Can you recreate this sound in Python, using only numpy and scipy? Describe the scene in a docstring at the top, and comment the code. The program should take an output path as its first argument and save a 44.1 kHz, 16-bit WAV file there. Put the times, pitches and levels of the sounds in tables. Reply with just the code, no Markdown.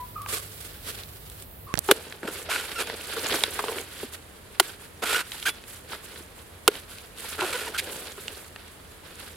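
"""Green coconut at a forest camp

Beside a smoking fire dry leaves rustle, wood taps once and a bird whistles over the forest's hum and hiss.
Then, on a bed of palm leaves, a long knife chops three times into a green coconut.
After each chop the blade is worked out of the wet husk, and the nut is rolled over on the leaves.
Contacts are noise bursts with decaying sines; friction is trains of random clicks, filtered and swelled.
"""
import sys
import numpy as np
from scipy import signal
from scipy.fft import rfft, irfft, next_fast_len
from scipy.io import wavfile

SR = 44100
rng = np.random.default_rng(int(sys.argv[2]) if len(sys.argv) > 2 else 0)


def store_pcm(level_fs):
    """Save levels as 16-bit WAV."""
    pcm = np.round(np.clip(level_fs, -1, 1) * 32767).astype(np.int16)
    wavfile.write(sys.argv[1], SR, np.atleast_2d(pcm).T)


N = 412776
T = np.arange(N) / SR

SCENE_CHANGE_S = 1.675  # the fireside gives way to the work on the nut
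CAMP_AIR_DB, FOREST_AIR_DB = -46, -49.5
RESTING_DB = -60  # the held nut never lies quite still
CUTOFF_HZ = 15900
# Movements: rise before the start and 60 dB fall after the end, in seconds.
STROKE_ATTACK_S, STROKE_RELEASE_S = 0.012, 0.061
SHOVE_ATTACK_S, SHOVE_RELEASE_S = 0.041, 0.33
STIR_ATTACK_S, STIR_RELEASE_S = 0.046, 0.17
NOTE_ATTACK_S, NOTE_RELEASE_S, NOTE_GLIDE_S = 0.0123, 0.062, 0.0273

# Background air. Each row: frequency in Hz, relative level in dB.
CAMP_AIR_SPECTRUM = [(20, -24), (45, 3), (60, 2), (85, 0.5), (125, -5), (200, -9), (310, -12), (440, -10.5),
                     (890, -17.5), (2200, -23), (4200, -25.5), (6000, -34), (9000, -26.5), (13600, -17),
                     (16000, -20.5)]
FOREST_AIR_SPECTRUM = [(20, -6), (45, -4.5), (65, -3), (84, 0), (105, -8), (160, -8.5), (280, -11),
                       (440, -10), (750, -15), (1500, -16), (3800, -23), (5800, -30.5), (10500, -23.5),
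                       (16000, -34)]
# A faint far hum at the camp. Each row: frequency in Hz, level in dB.
CAMP_HUM = [(99.8, -52), (150, -61.5)]

# Dry leaves stirred by the fire. Each row: start in seconds, length in seconds, crunch level in dB,
# swell over the movement in dB, crisp hiss relative to the crunch in dB.
LEAF_STIRS = [(0, 0.38, -59.5, -1, 0), (.31, 0.057, -38, 1, 3.5), (.41, 0.18, -53, -2, 3.5),
              (.6, 0.061, -49, 5, 4), (.69, 0.17, -55, -8, -1.5), (.865, 0.036, -42, 2.5, 0.5),
              (.93, 0.023, -47, -1, 1), (.992, 0.019, -44, -3, -2.5), (1.04, 0.39, -57, 1, 2)]
# Bird notes. Each row: start in seconds, length in seconds, start pitch in Hz, end pitch in Hz,
# level in dB, swell over the note in dB, throb depth from 0 to 1.
BIRD_NOTES = [(.005, 0.035, 985, 993, -36, -1, 0.02), (.165, .045, 1277, 1153, -38, -8, 0.32),
              (.215, 0.17, 1152, 1144, -45, -5, 0.35), (1.674, 0.051, 1166, 1125, -45, 2, 0.34)]
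# Close clicks on the right. Each row: start in seconds, click level in dB, click centre in Hz,
# thud level in dB.
RIGHT_CLICKS = [(1.7401, -9, 1280, -7), (1.7543, -16, 1400, -32), (1.775, -14.5, 3800, -17),
                (1.782, -14, 550, -27), (1.79, -4.5, 11100, -22)]

# The nut shoved over the palm leaves. Each row: start in seconds, length in seconds, rubbing level in dB,
# swell over the movement in dB, shell relative to the rubbing in dB, leaf hiss relative to it in dB.
NUT_SHOVES = [(1.845, 0.061, -45, 7, -4, 3), (1.93, 0.25, -48.5, -11.5, 1, -2.5),
              (2.335, 0.072, -42, -0.5, -1.5, 0.5), (2.46, 0.049, -46, -1, -2.5, -12),
              (2.64, 0.14, -40.5, 1, -5, -4.5), (2.83, 0.093, -40.5, 4.5, -0.5, -6),
              (2.97, .18, -40, 6, -5, -3), (3.17, .19, -33.5, 6.5, -3.5, -4),
              (3.38, 0.12, -37.5, -5, -5, -3), (3.53, 0.28, -40, -2, 0.5, -2),
              (3.84, 0.2, -46.5, 8, -8, -2.5), (4.15, 0.0097, -47, -11, -5, 1.5),
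              (4.52, 0.027, -53, 2, -10, -3), (4.63, 0.073, -44, -2, -5, -1.5),
              (4.815, 0.021, -49, 0, -12, -1.5), (5.25, 0.059, -48.5, 3, -11, -3),
              (5.33, 0.11, -45.5, -4, -18, 2), (5.5, 0.081, -51, 0, -3, -5),
              (5.69, 0.075, -47.5, -0.5, -13, 1), (5.905, 0.02, -42, 6, -5, -3),
              (6.04, 0.16, -49.5, 1.5, -5, -1), (6.37, 0.037, -54, 0, -8, 1),
              (6.71, 0.055, -45.5, 6, -3, -2), (6.91, .15, -50, -6, -7, -1.5),
              (7.19, 0.14, -42, 4.5, -8.5, -0.5), (7.44, 0.28, -45, -3, 1, -2),
              (7.83, 0.13, -43, 4, 0.5, 1), (8.0, 0.12, -45, -3, -1.5, -0.5),
              (8.18, 0.27, -48.5, -0.5, -4, 0), (8.5, 0.18, -55, 8, -8, -5), (8.92, 0.025, -55, -2, -12, 1),
              (9.05, 0.14, -51, 1.5, -5, -5.5), (9.2, 0.18, -49.5, -8, -3, -3.5)]
# Short ringing ticks: ribs and fibres snapping, and one wooden tap by the fire.
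# Each row: start in seconds, level in dB, centre in Hz.
RINGING_TICKS = [(0.218, -35.5, 10500), (0.2618, -28, 1080), (.383, -30, 8100), (.905, -34, 4500),
                 (0.989, -37, 2470), (1.035, -35, 4000), (1.299, -37, 9000), (1.423, -35, 8500),
                 (2.124, -27, 1700), (2.561, -20, 1490), (2.899, -25.5, 1560), (2.873, -29, 1600),
                 (3.297, -22.5, 1600), (3.4067, -24, 2900), (3.437, -12, 3830), (3.784, -24.5, 2180),
                 (4.147, -36, 2560), (5.319, -24.5, 3870), (5.399, -34, 4000), (5.427, -25, 3120),
                 (5.639, -37, 2550), (6.176, -40.5, 4000), (6.754, -31, 3030), (6.984, -36, 4000),
                 (7.409, -18, 2640), (7.784, -38, 3260), (7.930, -35, 3040), (8.071, -30.5, 3320),
                 (8.281, -24, 2880), (8.561, -31, 1820)]
# Dull knocks on the nut. Each row: start in seconds, clack level in dB, clack pitch in Hz,
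# thump level in dB, shell pitch in Hz, time the shell is driven in seconds.
NUT_KNOCKS = [(1.888, -17, 900, -16, 394, 0.025), (2.231, -31.5, 1440, -28.5, 343, 0.0054),
              (2.246, -48, 1310, -28.5, 215, 0.0085), (2.277, -28, 1370, -37, 302, 0.015),
              (3.168, -30, 1370, -29.5, 456, 0.017), (3.318, -47, 1300, -22, 440, .006),
              (3.342, -25, 1480, -24, 354, 0.0053), (3.438, -23.5, 1505, -22, 475, 0.0016),
              (3.479, -49, 1400, -31, 420, 0.004), (3.592, -19.5, 1095, -32, 434, 0.016),
              (3.6397, -28, 880, -24.5, 440, 0.0032), (3.683, -24, 1040, -27, 450, 0.017),
              (3.720, -37, 895, -31.5, 450, 0.016), (3.759, -38, 1230, -32, 396, 0.014),
              (4.03, -35, 780, -27.5, 402, 0.0081), (4.034, -48, 760, -35.5, 251, 0.019),
              (5.905, -42, 1500, -37, 367, 0.0036), (5.932, -31, 1316, -43, 420, 0.0036),
              (6.205, -57, 1490, -35, 334, 0.0033), (7.391, -28.5, 1430, -34, 375, 0.01),
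              (7.419, -23, 950, -28, 365, 0.031), (8.179, -37, 1400, -38, 392, 0.012)]
# The blade levered through the husk. Each row: start in seconds, length in seconds, husk level in dB,
# swell over the stroke in dB, shell relative to the husk in dB, fibres relative to it in dB.
BLADE_STROKES = [(2.236, 0.039, -45.5, 3, 6, -1.5), (2.278, 0.032, -44.5, -5.5, 6, 4),
                 (2.502, 0.07, -31.5, -7, -10, 1.5), (2.577, 0.079, -42, -9.5, -4.5, 5),
                 (2.79, 0.025, -30.5, 8, -1.5, 3), (5.031, .013, -30, -3, -1.5, -1.5),
                 (5.058, 0.11, -29.5, 5, -9, 2.5), (5.172, 0.04, -31.5, 1.5, -11, 0.5),
                 (5.463, 0.03, -30.5, -4, -8.5, 5), (7.39, 0.036, -32.5, 4, -3, -3.5),
                 (7.432, 0.084, -37.5, -1, -3.5, 2), (7.53, 0.029, -33, 4, -13, 2),
                 (7.566, 0.12, -40.5, -1, -10, 4), (7.749, 0.017, -31.5, -1.5, -13, -5),
                 (7.786, 0.0082, -41, 1, -7, 16.5)]
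# The blade squeaking in the husk. Each row: start in seconds, length in seconds, start pitch in Hz,
# end pitch in Hz, level in dB.
BLADE_SQUEAKS = [(2.486, 0.027, 537, 1340, -32), (2.751, 0.049, 1425, 1263, -34.5),
                 (2.796, 0.028, 1120, 1370, -41), (5.147, 0.022, 1347, 1416, -24.5),
                 (5.454, 0.014, 1310, 1700, -25.5), (5.466, 0.019, 1530, 1700, -23),
                 (7.534, 0.038, 483, 499, -29.5), (7.666, 0.019, 1010, 900, -33.5),
                 (7.745, 0.023, 1570, 1560, -38)]
# Strength of a squeak's partials. Each row: frequency in Hz, relative level in dB.
SQUEAK_SPECTRUM = [(450, 5), (750, 6), (1000, -2), (1500, 3.5), (2000, -6), (2700, -5), (3300, -5.5),
                   (4200, -18), (5500, -12), (7000, -17), (14000, -22)]
# The blade slipping free and ringing. Each row: start in seconds, level in dB.
BLADE_RELEASES = [(2.82, -44), (5.497, -42)]
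# Ringing modes of the blade. Each row: frequency in Hz, relative level in dB, 60 dB decay in seconds.
BLADE_MODES = [(2630, -6, .15), (3400, 4.5, .2), (10900, 6, 0.08), (13600, -4, .15)]
# Chops. Each row: start in seconds, crack level in dB, cutting time in seconds, thump level in dB,
# thump delay in seconds, shell pitch in Hz, time the shell is driven in seconds.
KNIFE_CHOPS = [(1.912, -11.5, 0.004, -6.5, 0.0057, 414, 0.0024),
               (4.5981, -10.5, 0.0025, -24.5, 0.00545, 370, 0.011),
               (6.6780, -9, 0.0011, -9.5, 0.00494, 420, 0.0048)]
# Resonances of the husk round the blade. Each row: frequency in Hz, width in Hz, relative level in dB.
HUSK_MODES = [(964, 280, -7.5), (1433, 140, 10.5), (1590, 410, -4), (2084, 40, 2)]

# Spectra of the nut, husk and leaves. Each row: frequency in Hz, relative level in dB.
SHELL_SPECTRUM = [(120, -20.5), (250, -10), (340, -5), (440, 2), (540, -3.5), (700, -7), (1000, -12),
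                  (1600, -82)]
FIBRE_SPECTRUM = [(700, -36), (1600, -2), (2400, 3.5), (3400, 1), (4800, -3.5), (5900, -9.5), (7500, -5.5),
                  (9000, -4.5), (12000, -7.5), (14000, -12), (16000, -26)]
RUB_SPECTRUM = [(400, -14), (800, -42.5), (1100, -4), (1480, 3.5), (1900, 0), (2600, 0), (3400, 1),
                (4700, -2.5), (5800, -11), (8000, -68)]
LEAF_HISS_SPECTRUM = [(3000, -20), (5700, -6), (7500, 1), (9000, 2.5), (11000, 3.5), (13500, -2.5),
                      (16000, -10.5)]
CRACK_SPECTRUM = [(150, -47), (300, -39), (450, -13), (600, 7), (950, 2), (1430, 1.5), (2000, -0.5),
                  (3300, 1), (4500, -4), (5700, -9), (7200, -6.5), (10000, -3), (13000, -7.5), (16000, -15)]

# Likeness of left and right for close work, leaves and air. Each row: frequency in Hz, likeness from 0 to 1.
NEAR_LIKENESS = [(400, 0.98), (1400, 0.88), (3200, 0.62), (6000, 0.62), (12000, 0.4)]
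LEAFY_LIKENESS = [(400, 0.99), (1400, 0.8), (3200, 0.38), (6000, 0.033), (12000, 0.081)]
DIFFUSE_LIKENESS = [(60, 0.98), (150, 0.77), (450, 0.31), (1400, 0.055), (4000, 0.017), (12000, .02)]
# Stereo lean of the coloured textures. Each row: frequency in Hz, left minus right in dB.
STEREO_LEAN = [(100, -.5), (450, -0.1), (1400, -1.5), (3200, -2.5), (6000, -3.5), (11000, -4)]


def from_db(db):
    """Decibels to gain."""
    return 10 ** (np.asarray(db) / 20)


def rms_one(x):
    """Scale so that the centre of the stereo image has rms 1."""
    centre = np.atleast_2d(x).mean(axis=0)
    return x / np.sqrt(np.mean(centre ** 2) + 1e-20)


def at_hz(points, hz):
    """Read a table on a log-frequency axis."""
    table_hz, value = np.transpose(points)
    return np.interp(np.log(hz + 1e-9), np.log(table_hz), value)


def add(out, start_s, sound):
    """Mix a short sound in at its start time."""
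    at = int(start_s * SR)
    out[..., at:at + sound.shape[-1]] += sound[..., :N - at]


def sine(hz, t):
    """A steady sine starting at phase zero."""
    return np.sin(2 * np.pi * hz * t)


def flutter(rate, depth_db):
    """A gain that wanders at random between new values, rate times a second."""
    knots = rng.standard_normal(N // 20)
    return from_db(depth_db * np.interp(T * rate, np.arange(len(knots)), knots))


def grains(per_s, spread_db):
    """Two trains of random clicks, a few of them much larger than the rest."""
    sizes = from_db(spread_db * np.minimum(rng.exponential(1, (2, N)), 4.5))
    signs = rng.choice([-1, 1], (2, N))
    fires = rng.random((2, N)) < per_s / SR
    return sizes * signs * fires


def colour(pair, spectrum, likeness):
    """Turn two unrelated signals into a stereo texture with this spectrum; rms 1."""
    length = pair.shape[-1]
    size = next_fast_len(length, real=True)
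    hz = np.arange(size // 2 + 1) * SR / size
    mid, side = rfft(pair, size) * from_db(at_hz(spectrum, hz))
    alike = np.clip(at_hz(likeness, hz), 0, 1)
    signs = np.array([[1], [-1]])  # left, right
    both = np.sqrt(1 + alike) * mid + np.sqrt(1 - alike) * side * signs
    both = both * from_db(signs * at_hz(STEREO_LEAN, hz) / 2)
    return rms_one(irfft(both, size)[:, :length])


def resonate(x, hz, width_hz):
    """One resonance with gain 1 on top."""
    r = np.exp(-np.pi * width_hz / SR)
    zeros = np.array([1, 0, -1]) * (1 - r * r) / 2
    poles = [1, -2 * r * np.cos(2 * np.pi * hz / SR), r * r]
    return signal.lfilter(zeros, poles, x)


def burst(t, hold_s, t60):
    """An envelope that stays up for hold_s, then falls 60 dB in t60 seconds."""
    return from_db(-60 * np.maximum(t - hold_s, 0) / t60)


def gesture(start_s, length_s, swell_db, attack_s, release_s):
    """One movement: it rises up to its start, swells or sags evenly, then falls 60 dB in release_s."""
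    out = np.zeros(N)
    first = max(int((start_s - attack_s) * SR), 0)
    span = slice(first, int((start_s + length_s + release_s) * SR))
    t = T[span] - start_s
    rise = np.clip(1 + t / attack_s, 0, 1)
    swell = from_db(swell_db * (np.clip(t / length_s, 0, 1) - 0.5))
    out[span] = rise * swell * burst(t, length_s, release_s)
    return out


def movements(rows, attack_s, release_s):
    """One gain curve for each layer of a movement table; where movements overlap the louder one wins."""
    out = np.zeros((len(rows[0]) - 3, N))
    for start_s, length_s, db, swell_db, *layers_db in rows:
        level = gesture(start_s, length_s, swell_db, attack_s, release_s)
        on = np.flatnonzero(level)
        layer_gains = from_db(db + np.array([0, *layers_db]))
        out[:, on] = np.maximum(out[:, on], np.outer(layer_gains, level[on]))
    return out


def air(drone_hz=83, drone_width_hz=7, drone_db=-58):
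    """Shaped noise for far rumble and high hiss, with a hum by the fire and a low drone after it."""
    at_fire = np.clip((SCENE_CHANGE_S - T) / 0.02 + 0.5, 0, 1)  # 20 ms crossfade
    camp_noise = rng.standard_normal((2, N))
    camp = from_db(CAMP_AIR_DB) * colour(camp_noise, CAMP_AIR_SPECTRUM, DIFFUSE_LIKENESS)
    hum = sum(np.sqrt(2) * from_db(db) * sine(hz, T) for hz, db in CAMP_HUM)
    hum = hum * flutter(rate=5.1, depth_db=-1.0)
    forest_noise = rng.standard_normal((2, N))
    forest = from_db(FOREST_AIR_DB) * colour(forest_noise, FOREST_AIR_SPECTRUM, DIFFUSE_LIKENESS)
    drone = from_db(drone_db) * rms_one(resonate(rng.standard_normal(N), drone_hz, drone_width_hz))
    return np.sqrt(at_fire) * (camp + hum) + np.sqrt(1 - at_fire) * (forest + drone)


def dry_leaves(pan_db=-0.5):
    """Stirred leaf litter breaks in dense random clicks: a crunch and a crisp hiss, a touch to the right."""
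    crunch_gain, hiss_gain = movements(LEAF_STIRS, STIR_ATTACK_S, STIR_RELEASE_S)
    crackle = grains(per_s=6000, spread_db=3.0) * flutter(rate=100, depth_db=2.5)
    crunch = colour(crackle, RUB_SPECTRUM, DIFFUSE_LIKENESS)
    crunch = crunch + from_db(-6) * colour(crackle, SHELL_SPECTRUM, LEAFY_LIKENESS)  # adds low body
    hiss = colour(crackle, LEAF_HISS_SPECTRUM, DIFFUSE_LIKENESS)
    return (crunch_gain * crunch + hiss_gain * hiss) * from_db([[pan_db / 2], [-pan_db / 2]])


def bird(overtone_db=-27, throb_hz=55, waver_db=1.4):
    """Nearly pure whistles with a faint octave; each settles on its end pitch, throbbing and wavering."""
    out = np.zeros(N)
    waver = flutter(rate=200, depth_db=waver_db) - 1
    for start_s, length_s, start_hz, end_hz, db, swell_db, depth in BIRD_NOTES:
        since_onset = np.maximum(T - start_s + NOTE_ATTACK_S, 0)
        hz = end_hz + (start_hz - end_hz) * np.exp(-since_onset / NOTE_GLIDE_S)
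        phase = 2 * np.pi * np.cumsum(hz * (1 + depth * waver)) / SR
        throb = 1 + depth * np.cos(2 * np.pi * throb_hz * (T - start_s))
        note = gesture(start_s, length_s, swell_db, NOTE_ATTACK_S, NOTE_RELEASE_S)
        whistle = np.sin(phase) + from_db(overtone_db) * np.sin(2 * phase)
        out += np.sqrt(2) * from_db(db) * note * throb * whistle
    return out * from_db([[-1], [0.8]])


def right_clicks(width_share=0.71, click_t60=0.0076, thud_hz=125, thud_t60=0.012):
    """Short resonant noise clicks, each with a low decaying thud, almost wholly on the right."""
    out, t = np.zeros(N), T[:SR // 10]
    for start_s, click_db, click_hz, thud_db in RIGHT_CLICKS:
        click = rms_one(resonate(rng.standard_normal(len(t)), click_hz, width_share * click_hz))
        thud = -np.cos(2 * np.pi * thud_hz * t) * burst(t, 0, thud_t60)
        add(out, start_s, from_db(click_db) * click * burst(t, 0, click_t60))
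        add(out, start_s, from_db(thud_db) * thud)
    return out * from_db([[-30], [0]])


def crackles(per_s=110, spread_db=3.5, low_hz=900, high_hz=11000, width_share=0.14, count=12):
    """Loose snaps of leaf ribs, dealt at random to resonances from low to high; rms 1."""
    clicks = grains(per_s, spread_db)
    dealt = rng.integers(0, count, N)
    ticks = np.zeros((2, N))
    for k, hz in enumerate(np.geomspace(low_hz, high_hz, count)):
        ticks += resonate(clicks * (dealt == k) + 1e-18, hz, width_share * hz) / np.sqrt(hz)
    return rms_one(ticks + 0.5 * ticks[::-1])  # half of each side leaks to the other


def rolling(crackle_db=-7):
    """The smooth skin rubs over the leaves, which crackle and hiss; the hollow nut rumbles along."""
    resting = from_db(RESTING_DB) * (T > SCENE_CHANGE_S)
    gains = np.maximum(movements(NUT_SHOVES, SHOVE_ATTACK_S, SHOVE_RELEASE_S), resting)
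    rub_gain, shell_gain, hiss_gain = gains
    friction = grains(per_s=6000, spread_db=3.0) * flutter(rate=110, depth_db=2.2)
    rub = from_db(-0.42) * colour(friction, RUB_SPECTRUM, LEAFY_LIKENESS) * flutter(rate=54, depth_db=1.35)
    rub = rub + from_db(crackle_db) * crackles()
    rumble = from_db(-1.25) * colour(friction, SHELL_SPECTRUM, LEAFY_LIKENESS)
    rumble = rumble * flutter(rate=40, depth_db=2.5)
    brushing = grains(per_s=12000, spread_db=2.6) * flutter(rate=110, depth_db=2.7)
    hiss = from_db(-0.86) * colour(brushing, LEAF_HISS_SPECTRUM, LEAFY_LIKENESS)
    return shell_gain * rumble + rub_gain * rub + hiss_gain * hiss


def splinter(size=4096):
    """A short stretch of noise with the colour of breaking fibres."""
    return colour(rng.standard_normal((2, size)), CRACK_SPECTRUM, NEAR_LIKENESS)


def ringing_ticks(width_share=1.0, hold_s=0.000093, t60=0.014, ring_db=-4, ring_t60=0.023):
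    """Ribs and fibres giving way, and one wooden tap: a resonant noise tick that rings for a moment."""
    out = np.zeros((2, N))
    for start_s, db, hz in RINGING_TICKS:
        tick = rms_one(resonate(splinter(), hz, width_share * hz))
        t = T[:tick.shape[1]]
        ring = from_db(ring_db) * sine(hz, t) * burst(t, 0, ring_t60)
        add(out, start_s, from_db(db) * (tick * burst(t, hold_s, t60) + ring))
    return out


def thump(hz, hold_s, t60=0.016, slosh_db=-26, slosh_t60=0.094, rise_s=0.002, low_cut_hz=220):
    """The water-filled shell swings while pushed, then faintly rings on; it is too small to radiate bass."""
    t = T[:SR // 6]
    swing = burst(t, hold_s, t60) + from_db(slosh_db) * burst(t, hold_s, slosh_t60)
    level = np.minimum(t / rise_s, 1) * swing
    low_cut = signal.butter(2, low_cut_hz, "high", fs=SR, output="sos")
    return signal.sosfilt(low_cut, -sine(hz, t) * level)


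def knocks(clack_width_hz=600, clack_s=0.0008, clack_t60=0.011, ring_db=-1, ring_t60=0.038, judder_db=-11):
    """Soft contacts of blade, hand and ground: the husk clacks and judders over the shell's thump."""
    out = np.zeros((2, N))
    for start_s, clack_db, clack_hz, thump_db, shell_hz, hold_s in NUT_KNOCKS:
        rasp = rms_one(resonate(splinter(), clack_hz, clack_width_hz))
        t = T[:rasp.shape[1]]
        judder = from_db(judder_db) * burst(t, hold_s, clack_t60)
        contact = from_db(-1.5) * burst(t, clack_s, clack_t60) + judder
        ring = from_db(ring_db) * sine(clack_hz, t) * burst(t, clack_s, ring_t60)
        add(out, start_s, from_db(clack_db) * (rasp * contact + ring))
        add(out, start_s, from_db(thump_db) * thump(shell_hz, hold_s))
    return out


def squeaks(jitter_db=0.25, shimmer_db=1.5):
    """Now and then the slips lock into a pitch; returns that sound and how far they are locked, 0-1."""
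    out, locked = np.zeros(N), np.zeros(N)
    jitter, shimmer = flutter(rate=340, depth_db=jitter_db), flutter(rate=210, depth_db=shimmer_db)
    for start_s, length_s, start_hz, end_hz, db in BLADE_SQUEAKS:
        span = slice(int(start_s * SR), int((start_s + length_s) * SR))
        hz = np.geomspace(start_hz, end_hz, len(T[span])) * jitter[span]
        partials_hz = np.outer(np.arange(1, 11), hz)
        phases = 2 * np.pi * np.cumsum(partials_hz, axis=1) / SR
        tone = np.sum(from_db(at_hz(SQUEAK_SPECTRUM, partials_hz)) * np.sin(phases), axis=0)
        window = signal.windows.tukey(len(hz), 0.5)
        add(out, start_s, from_db(db) * rms_one(tone) * window * shimmer[span])
        add(locked, start_s, window)
    return out * from_db([[-1.3], [1.2]]), np.minimum(locked, 1)


def blade_ring():
    """The freed blade rings in a few decaying steel modes."""
    out, t = np.zeros((2, N)), T[:SR // 3]
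    for start_s, db in BLADE_RELEASES:
        add(out, start_s, sum(from_db(db + mode_db) * sine(hz, t) * burst(t, 0, t60)
                              for hz, mode_db, t60 in BLADE_MODES))
    return out


def blade_strokes():
    """Steel sticks and slips in the wet husk; the slips sound the shell, the husk and the torn fibres."""
    slips = grains(per_s=5000, spread_db=1.5) * flutter(rate=260, depth_db=2.0)
    shell = colour(slips, SHELL_SPECTRUM, NEAR_LIKENESS)
    fibres = colour(slips, FIBRE_SPECTRUM, NEAR_LIKENESS)
    drag = colour(slips, CRACK_SPECTRUM, NEAR_LIKENESS)
    husk = rms_one(sum((-1) ** k * from_db(db) * resonate(drag, hz, width_hz)
                       for k, (hz, width_hz, db) in enumerate(HUSK_MODES)))
    husk_gain, shell_gain, fibre_gain = movements(BLADE_STROKES, STROKE_ATTACK_S, STROKE_RELEASE_S)
    squeal, locked = squeaks()
    # the rough scraping gives way while a squeak holds
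    body = (shell_gain * shell + husk_gain * husk) * from_db(-6 * locked)
    tearing = fibre_gain * fibres * from_db(-3 * locked)
    return squeal + body + tearing + blade_ring()


def chops(crack_t60=0.024, edge_db=-1.0, edge_t60=0.0083, husk_db=-9, husk_t60=0.027):
    """The edge bursts through skin and fibres, the husk rings, the nut thumps as the blade is stopped."""
    out = np.zeros((2, N))
    for start_s, crack_db, cut_s, thump_db, delay_s, shell_hz, hold_s in KNIFE_CHOPS:
        crack = splinter()
        t = T[:crack.shape[1]]
        tearing = burst(t, cut_s, crack_t60) + from_db(edge_db) * burst(t, 0, edge_t60)
        husk = sum((-1) ** k * from_db(db) * sine(hz, t) for k, (hz, _, db) in enumerate(HUSK_MODES))
        husk = from_db(husk_db) * husk * burst(t, 0, husk_t60)
        add(out, start_s, from_db(crack_db) * (crack * tearing + husk))
        add(out, start_s + delay_s, from_db(thump_db) * thump(shell_hz, hold_s))
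    return out


def trees(x, t60, dull_hz):
    """Trunks and foliage scatter back a thin, dull tail: convolution with decaying low-passed noise."""
    t = T[:SR]
    dull = signal.butter(1, dull_hz, fs=SR, output="sos")
    echo = signal.sosfilt(dull, rng.standard_normal((2, SR)))
    echo *= burst(t, 0, t60) * np.minimum(t / 0.009, 1)  # 9 ms build-up
    echo /= np.sqrt(np.sum(echo ** 2, axis=1, keepdims=True))
    return signal.fftconvolve(x, echo, axes=1)[:, :N]


def scene():
    """Close work on the nut is almost dry; the bird is far off among the trees."""
    background = air() + dry_leaves() + right_clicks()
    song = bird()
    close = rolling() + ringing_ticks() + knocks() + blade_strokes() + chops()
    close_echo = from_db(-39) * trees(close, t60=0.97, dull_hz=4000)
    song_echo = from_db(-12.5) * trees(song, t60=0.55, dull_hz=3000)
    return background + song + close + close_echo + song_echo


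def record(dry, low_cut_hz=36):
    """Deep bass is rolled off, peaks are clipped at full scale, and the top is cut steeply."""
    low_cut = signal.butter(3, low_cut_hz, "high", fs=SR, output="sos")
    clipped = np.clip(signal.sosfilt(low_cut, dry), -1, 1)
    top_cut = signal.ellip(10, 0.2, 80, CUTOFF_HZ, fs=SR, output="sos")
    return signal.sosfilt(top_cut, clipped)


dry = scene()
out = record(dry)
store_pcm(out)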